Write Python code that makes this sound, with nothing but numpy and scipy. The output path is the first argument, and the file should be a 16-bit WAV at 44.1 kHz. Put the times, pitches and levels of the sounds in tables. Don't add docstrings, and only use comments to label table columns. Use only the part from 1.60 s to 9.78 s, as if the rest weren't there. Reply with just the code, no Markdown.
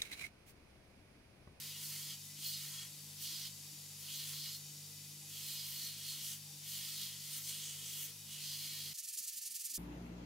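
import sys
import numpy as np
from scipy import signal
from scipy.fft import rfft, irfft, next_fast_len
from scipy.io import wavfile
from scipy.ndimage import uniform_filter1d

SR = 44100
rng = np.random.default_rng(int(sys.argv[2]) if len(sys.argv) > 2 else 0)


def bounce(signal):
    frames = np.transpose(np.atleast_2d(signal))
    limited = np.clip(frames, -1, 1)
    pcm = np.round(limited * 32767).astype(np.int16)
    wavfile.write(sys.argv[1], SR, pcm)


N = 360723
FFT_N = next_fast_len(N)
T = np.arange(N) / SR
HZ = np.arange(FFT_N // 2 + 1) * SR / FFT_N
CROSSFADE_S, FADE_S = 7.336, 0.0086


def sanding():
    # (time [s], level of the grit hiss [dB], plate ring re hiss [dB], finest grit re hiss [dB])
    passes = [
        [(0.0, -55, -2, 5), (0.124, -57.5, 0.5, 2), (0.134, -59.5, -2, -2), (0.244, -51, -6.5, 3.5),
         (0.51, -53, -2, -1), (0.556, -59, -0.5, -3), (0.56, -74, 2, 4)],
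        [(0.79, -57.5, -10, -1.5), (0.86, -48.5, -2.5, 0.67), (0.944, -51, -2, 0.59), (0.956, -53, -1, 1),
         (1.046, -52.5, -5, 1), (1.228, -55.5, -2.5, -1.7), (1.27, -61.5, -5, -1)],
        [(1.6, -59, -6, 3), (1.626, -50.5, -4, 4), (1.676, -52, 1.5, 1), (1.876, -55, 3.5, 1),
         (1.89, -62, -2, -4)],
        [(2.41, -61.5, -2, 7), (2.49, -57, 0.5, 3), (2.556, -52, -5, 2), (2.64, -54, 1, 4),
         (2.682, -50, -10, 0), (2.734, -53.5, -1, 4), (2.834, -55, 3, 2), (2.96, -55, 3, 4), (2.975, -65, 4, 9)],
        [(3.69, -68, -1, 8), (3.694, -58.5, -6, 1), (3.904, -50.5, -5.5, 3), (3.998, -54, 0, 3),
         (4.098, -54.5, -3, 6.5), (4.272, -50.5, -5, 1.5), (4.354, -61.5, 1.5, 3), (4.472, -50, -6, -1),
         (4.61, -53.5, -5, 0), (4.644, -48, -8, 0), (4.734, -49, -12, 0), (4.765, -58, -14, 2)],
        [(5.04, -63, -12, 4), (5.092, -51.5, -4, 4), (5.162, -51.5, -3, 4), (5.222, -52.5, -2.5, 2),
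         (5.446, -51.5, 0, 3), (5.564, -60, -3, -1), (5.776, -49.5, -6, 3.5), (5.812, -54.5, -15, 4),
         (5.86, -50.5, -6, 0), (5.894, -46, -10, 0), (5.922, -51, -5.5, -1), (6.1, -54, -6.5, -1),
         (6.178, -55.5, -20, -1), (6.276, -52, -12, -2), (6.36, -51, -10, 3), (6.446, -50.5, -24, 4),
         (6.5, -57.5, -7, -1)],
        [(6.68, -64, -1, 4), (6.726, -52.5, -9, -3), (6.776, -57, -5, 0), (6.846, -51.5, 0, -2),
         (6.916, -52, -0.5, 1), (7.27, -54, 1.5, 3), (7.33, -56.5, 0, 2)],
    ]
    # (time [s], level of the wood rasp [dB], level of the lower plate ring [dB])
    lows = [
        [(0.0, -62, -64), (0.18, -66, -56.5), (0.28, -64, -66), (0.344, -62, -61), (0.452, -64.5, -62),
         (0.522, -62.5, -60), (0.55, -67, -63), (0.56, -75, -70)],
        [(0.79, -67, -58), (0.81, -82, -63), (0.816, -68, -60), (0.834, -68, -53), (1.048, -63, -61.5),
         (1.184, -62.5, -62.5), (1.23, -60.5, -60), (1.27, -67, -71)],
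        [(1.6, -78, -63), (1.626, -65, -56), (1.638, -74, -57), (1.642, -67, -52), (1.736, -63.5, -60),
         (1.868, -64, -56.5), (1.89, -70, -65)],
        [(2.41, -70, -71), (2.496, -67, -54.5), (2.554, -66.5, -53.5), (2.734, -61.5, -57.5), (2.812, -70, -57),
         (2.864, -62.5, -59), (2.96, -69, -61), (2.97, -71, -74)],
        [(3.69, -70, -69), (3.718, -71, -59), (3.824, -66, -56.5), (4.298, -64.5, -58.5), (4.374, -71, -62),
         (4.44, -65.5, -55), (4.73, -65, -55.5), (4.76, -68, -66)],
        [(5.04, -71, -65), (5.068, -69, -58.5), (5.15, -63.5, -53.5), (5.356, -64, -58.5), (5.42, -63.5, -52),
         (5.606, -70, -64), (5.622, -73, -60), (5.7, -65, -61)],
        [(5.72, -64, -54.5), (5.786, -62, -59), (5.832, -68, -66), (5.902, -63.5, -52.5), (6.206, -68.5, -57.5),
         (6.262, -68, -54.5), (6.418, -63.5, -54.5), (6.5, -66, -64)],
        [(6.68, -77, -64), (6.696, -67, -59), (6.752, -68, -57), (6.956, -65, -54.5), (6.974, -64, -62),
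         (6.996, -65.5, -55.5), (7.284, -65, -59), (7.325, -64, -62)],
    ]
    # (frequency [Hz], level [dB per Hz])
    colour = [(600, -50), (900, -29.5), (1500, -10.5), (1700, -14.5), (1850, -8), (2700, -9), (2900, -6),
              (3220, -5.5), (3650, -8.5), (4400, -7), (5200, -7), (6500, -3.5), (9000, -3), (12000, 0),
              (14500, 5.5), (15700, 1)]
    # (frequency [Hz], width [Hz], level over the sanding noise [dB])
    plate = [(1044, 25, 14), (1324, 25, 5), (1841, 20, 5), (2067, 20, 2), (2250, 20, 4), (2583, 20, 3),
             (2906, 18, 6), (2960, 22, 3), (3143, 25, 6), (3249, 30, 4), (3320, 30, 4), (3433, 22, 2),
             (3740, 22, 5), (3897, 18, 4), (4166, 22, 6), (4242, 18, 9), (4382, 20, 6), (4620, 60, -1),
             (4931, 20, 6), (4984, 20, 3), (5717, 30, -2), (6223, 25, 0), (6589, 25, 0), (7224, 25, 1)]
    # (frequency [Hz], side minus mid [dB])
    width = [(1000, -78), (2400, -24), (4400, -7.5), (8000, -7), (15000, -7.5)]
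    # (middle [s], length [s], pitch [Hz], level over the sanding noise [dB])
    tones = [(0.268, .1, 5600, -12), (0.304, 0.1, 4700, -9), (.36, 0.1, 2050, -3), (.52, 0.087, 3400, -3),
             (.88, 0.13, 14900, -3), (0.907, 0.18, 4830, -9), (1.147, .16, 6740, -7),
             (1.23, 0.11, 7240, -3), (1.75, 0.29, 5760, -15), (2.542, 0.063, 6550, -4),
             (2.607, 0.17, 4100, -6), (2.843, 0.18, 5250, -10), (2.854, 0.13, 4220, -8),
             (3.95, 0.33, 4140, -4), (4.232, 0.27, 4330, -0.5), (4.2, 0.35, 2080, -9),
             (4.247, 0.11, 5640, -6), (4.493, .14, 4420, -4), (4.703, 0.089, 6500, -22),
             (5.154, .12, 7500, -8), (5.39, 0.27, 4300, -13), (5.74, 0.1, 9150, -1), (5.9, .08, 7500, -7),
             (5.964, 0.14, 8660, -5), (6.085, 0.19, 6600, 0), (6.085, 0.13, 7950, -2),
             (6.28, 0.072, 7900, -5), (6.283, 0.075, 6260, -4), (6.42, 0.15, 6500, -6),
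             (6.45, 0.13, 14600, -8), (6.79, 0.13, 2680, -8), (6.95, 0.21, 4600, -9),
             (7.11, 0.33, 2250, -3)]
    lift_s = .04
    wheel_hz, wheel_db = 54.6, .6
    edges = [900, 2800, 3800, 5200, 10000, SR]

    touch = 0
    for rows in passes:
        down, up = rows[0][0], rows[-1][0]
        touch = touch + np.interp(T, [down - lift_s, down, up, up + lift_s], [0, 1, 1, 0])

    throb = np.sqrt(2) * np.sin(2 * np.pi * np.cumsum(wheel_hz + walk(3)) / SR)
    chatter = undb(0.52 * walk(25) + wheel_db * throb)
    impacts = chatter * grit(2.0, width, lag_us=4)
    rung = ringing(impacts, plate, wander_db=2.5, rate=10)
    noise = filtered(rung, slope(colour) * dense_modes(2.2, 25, 5000))

    hiss_db, ring_db, fine_db = curve(np.vstack(passes))
    levels = curve(np.vstack(lows)) + [hiss_db + ring_db, hiss_db, hiss_db + fine_db]
    out = 0
    for lo, hi, db in zip(edges, edges[1:], levels):
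        out = out + undb(db) * even(filtered(noise, band(lo, hi)))
    out = toned(touch * out, tones, q=15, sag=.04)
    return panned(out, -.9 + 0.26 * walk(7.3)) + squeak()


def squeak():
    # (start [s], length [s], from [Hz], to [Hz], peak level [dB])
    start, length, from_hz, to_hz, db = (2.483, .013, 2500, 3350, -51)
    u = np.clip((T - start) / length, 0, 1)
    whistle = np.sin(2 * np.pi * np.cumsum(from_hz + (to_hz - from_hz) * u) / SR)
    return undb(db) * np.sin(np.pi * u) * whistle


def strip():
    # (start [s], peak level [dB], dip at the turn before it [dB])
    strokes = [(7.336, -48, -7), (7.369, -42, -10), (7.421, -45.5, -15), (7.468, -42.5, -9),
               (7.518, -44, -10), (7.564, -39, -10), (7.617, -44, -9), (7.663, -40.5, -9),
               (7.715, -46, -10.5), (7.755, -41.5, -6.5), (7.805, -44.5, -12), (7.846, -41, -7.5),
               (7.894, -44.5, -11.5), (7.936, -40, -8.5), (7.984, -43.5, -10.5), (8.033, -39, -9.5),
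               (8.085, -43, -10), (8.130, -38, -10.5), (8.182, -45, -13)]
    # (moment of top speed [share of the stroke], left minus right [dB])
    hands = [(0.58, -2), (0.43, -2)]
    # (frequency [Hz], level [dB per Hz])
    colour = [(1150, -61), (1340, -19.5), (1570, -51.5), (1730, -13.5), (1970, -19), (2720, -9.5),
              (3500, -10.5), (4600, -3.5), (7000, -5), (10500, -1), (12000, -3), (14500, -6), (15700, -5.5)]
    # (frequency [Hz], width [Hz], level over the swish [dB])
    paper = [(4560, 300, -9), (6600, 1600, -1), (7500, 660, -10.5), (8850, 900, -6.5), (14100, 1200, -4)]
    # (frequency [Hz], side minus mid [dB])
    width = [(1300, -10), (4400, -13), (8000, -6), (15000, -4)]

    start, peak_db, turn_db = np.transpose(strokes)
    top, pan_db = np.resize(hands, (len(start), 2)).T
    tops = start[:-1] + np.clip(top[:-1], .1, .9) * np.diff(start)
    knots = np.sort(np.r_[start, tops])
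    speed = np.sin(np.pi / 2 * np.interp(T, knots, np.arange(len(knots)))) ** 2
    dip_db = np.interp(T, start, turn_db) * (1 - speed) ** 1.9
    db = np.interp(T, tops, peak_db[:-1]) + dip_db

    rung = ringing(grit(1.3, width, lag_us=13), paper, wander_db=2.5, rate=20)
    noise = unit(filtered(rung, slope(colour)))
    dull = filtered(noise, band(1, 3200, order=2))
    dull_db = -43.5 + 0.17 * (db + 50.5)
    swish = undb(db) * (noise - dull) + undb(dull_db) * dull
    return panned(swish, np.interp(T, tops, pan_db[:-1])) + low_noise(db)


def low_noise(swish_db):
    # (frequency [Hz], level [dB per Hz])
    colour = [(30, -21), (60, -8.5), (250, 7.5), (330, -9), (400, -20)]
    noise = grit(0, [(100, -11), (400, -11)])
    low = unit(filtered(noise, slope(colour) * (HZ < 420)))
    return low * undb(-84.5 + 3.5 * walk(18) + 0.36 * (swish_db + 44))


def machine():
    beat, trough = low_hum_beat()
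    return belt_rush() + frame_buzz(beat) + motor_hum(beat, trough)


def belt_rush():
    # (frequency [Hz], level [dB per Hz])
    colour = [(15, -75), (30, -39), (70, -26.5), (150, -15.5), (370, -27), (600, -26), (1500, -27.5),
              (2750, -19), (3100, -18), (4700, -14.5), (6300, -17), (10000, -17), (13500, -18),
              (14400, -18), (15700, -23)]
    # (frequency [Hz], width [Hz], level over the running noise [dB])
    frame = [(255, 20, 3), (310, 40, 2), (455, 40, 4), (810, 20, -2), (995, 15, 1), (2002, 12, 7),
             (2487, 5, 14), (3014, 15, 7), (3617, 12, 5), (3768, 15, 5), (4575, 20, 5), (4640, 20, 6),
             (4704, 20, 3), (5232, 20, 3), (5466, 25, 3), (5560, 30, 6), (5724, 25, 3), (6750, 500, 0),
             (8074, 30, 2), (10200, 400, -4)]
    # (frequency [Hz], side minus mid [dB])
    width = [(30, -20), (200, -30), (500, -15), (1300, -14), (4400, -6), (15000, -3)]
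    rung = ringing(grit(0.82, width, lag_us=-6), frame, wander_db=2.0, rate=4.12)
    rush = filtered(rung, slope(colour) * dense_modes(2.3, 25, 5300))
    rush *= undb(-51.5 + 0.16 * walk(12)) / np.std(filtered(rush[0], band(400, SR)))
    belt = filtered(rush, band(4800, SR, order=2))
    return rush + panned(belt, 2.5) - belt


def low_hum_beat():
    # (time [s], depth [dB])
    dips = [(0.0, -11), (0.26, -13), (0.45, -8), (0.8, -16), (1.07, -10), (1.36, -13), (1.75, -12),
            (2.13, -10), (2.59, -15), (2.82, -15), (3.1, -14), (3.59, -10), (3.92, -12), (4.2, -7),
            (4.57, -12), (4.96, -13), (5.32, -7), (5.71, -15), (6.0, -9), (6.41, -9), (6.82, -11),
            (7.08, -12), (7.4, -11)]
    dip_s, dip_db = np.transpose(dips)
    beat = np.abs(np.sin(np.pi * np.interp(T, dip_s, np.arange(len(dips)))))
    return beat, undb(np.interp(T, dip_s, dip_db))


def frame_buzz(beat):
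    buzz_hz, width_hz = 307.6, 22
    gain = band(buzz_hz - width_hz / 2, buzz_hz + width_hz / 2, order=30)
    buzz = unit(filtered(rng.standard_normal(N), gain))
    return undb(-76) * buzz * (1 - beat ** 2) ** 1.9


def motor_hum(beat, trough):
    # (time [s], level of the steady hum [dB])
    hum_levels = [(0.05, -60.5), (0.35, -58.5), (0.63, -62), (1.08, -58.5), (1.28, -61), (2.47, -61),
                  (2.69, -57.5), (2.92, -60), (3.76, -60.5), (3.93, -59), (4.27, -61), (6.65, -62),
                  (6.87, -60), (7.3, -61.5)]
    hum_hz, low_hz, drone_hz = 148.9, 98.8, 200.5
    low_db, drone_db = -67, -73
    hum = undb(curve(hum_levels)[0] + 0.84 * walk(9)) * np.sin(2 * np.pi * hum_hz * T)
    low_tone = np.sin(2 * np.pi * np.cumsum(low_hz + 1.01 * walk(2.9)) / SR)
    low = undb(low_db) * np.hypot(beat ** 0.76, trough) * low_tone
    drone_tone = np.sin(2 * np.pi * np.cumsum(drone_hz + 3.04 * walk(16)) / SR)
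    drone = undb(drone_db + 2.3 * walk(23)) * drone_tone
    return np.sqrt(2) * panned(hum + low + drone, 0.025 * walk(4.36))


def grit(scatter_db, wide, lag_us=0):
    sizes = np.minimum(rng.exponential(size=N), 4)
    mid, side = rfft(rng.standard_normal((2, N)) * undb(scatter_db * sizes), FFT_N)
    hz, db = np.transpose(wide)
    side = side * undb(np.interp(np.log(HZ + 1), np.log(hz), db))
    late = np.exp(-1j * np.pi * np.outer([1, -1], HZ) * lag_us * 1e-6)
    return unit(irfft(np.array([mid + side, mid - side]) * late, FFT_N)[:, :N])


def ringing(x, modes, wander_db, rate):
    out = x.copy()
    for hz, width, db in modes:
        b, a = signal.iirpeak(hz, hz / width, fs=SR)
        out += undb(db + wander_db * walk(rate)) * signal.lfilter(b, a, x)
    return out


def dense_modes(depth_db, width_hz, from_hz):
    k = int(width_hz / HZ[1])
    ripple = uniform_filter1d(uniform_filter1d(rng.standard_normal(len(HZ)), k), k)
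    return undb(depth_db * unit(ripple) * band(from_hz, SR, order=2))


def toned(x, swells, q, sag):
    out = x.copy()
    for mid, length, hz, db in swells:
        first = max(int((mid - length / 2) * SR) + 1, 0)
        part = slice(first, int((mid + length / 2) * SR))
        u = np.clip((T[part] - mid) / length + .5, 0, 1)
        for shift, weight in ((1, 1 - u), (-1.2, u)):
            b, a = signal.iirpeak(hz * (1 + shift * sag / 2), q, fs=SR)
            swell = undb(db) * np.sin(np.pi * u) * np.sqrt(2 * weight)
            out[:, part] += swell * signal.lfilter(b, a, x[:, part])
    return out


def even(x):
    k = SR // 10
    power = uniform_filter1d(uniform_filter1d(np.mean(x ** 2, axis=0), k), k)
    return x / np.sqrt(power)


def walk(rate):
    steps = np.repeat(rng.standard_normal(int(T[-1] * rate) + 2), 8)
    w = uniform_filter1d(uniform_filter1d(steps, 8), 8)
    return np.interp(T * rate * 8, np.arange(len(w)), unit(w - w.mean()))


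def curve(table):
    s, *columns = np.transpose(table)
    return [np.interp(T, s, c) for c in columns]


def slope(points):
    hz, db = np.transpose(points)
    return undb(np.interp(np.log(HZ + 1), np.log(hz), db, left=-200, right=db[-1]))


def band(lo_hz, hi_hz, order=10):
    low_cut = 1 + (lo_hz / (HZ + 1)) ** (2 * order)
    high_cut = 1 + (HZ / hi_hz) ** (2 * order)
    return 1 / np.sqrt(low_cut * high_cut)


def filtered(x, gain):
    return irfft(rfft(x, FFT_N) * gain, FFT_N)[..., :N]


def panned(x, pan_db):
    return x * undb(np.outer([1, -1], pan_db) / 2)


def undb(db):
    return 10 ** (np.asarray(db) / 20)


def unit(x):
    return x / np.sqrt(np.mean(x ** 2))


def scene():
    # (middle [s], length [s], pitch [Hz], level over the noise [dB])
    sings = [(.27, .55, 1050, -1), (.9, 0.26, 4242, -1), (1, .2, 3739, 0), (1.19, 0.2, 3290, 5),
             (3.635, .1, 808, 11.5), (4.01, 0.12, 4940, -1), (4.916, 0.15, 812, 13),
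             (7.224, 0.29, 3260, -3)]
    fade_out = np.clip((CROSSFADE_S + 0.0022 - T) / FADE_S, 0, 1)
    fade_in = np.clip((T - CROSSFADE_S + 0.0024) / FADE_S, 0, 1)
    idle = machine()
    grinder = toned(idle + sanding(), sings, q=130, sag=0)
    idle_tail = filtered(idle, band(350, 1700)) * undb(-8 - 400 * np.maximum(T - CROSSFADE_S, 0))
    return fade_out * grinder + fade_in * (strip() + idle_tail)


def record(dry):
    return signal.sosfilt(signal.ellip(16, .5, 70, 15770, fs=SR, output="sos"), dry)


dry = scene()
out = record(dry)
bounce(out)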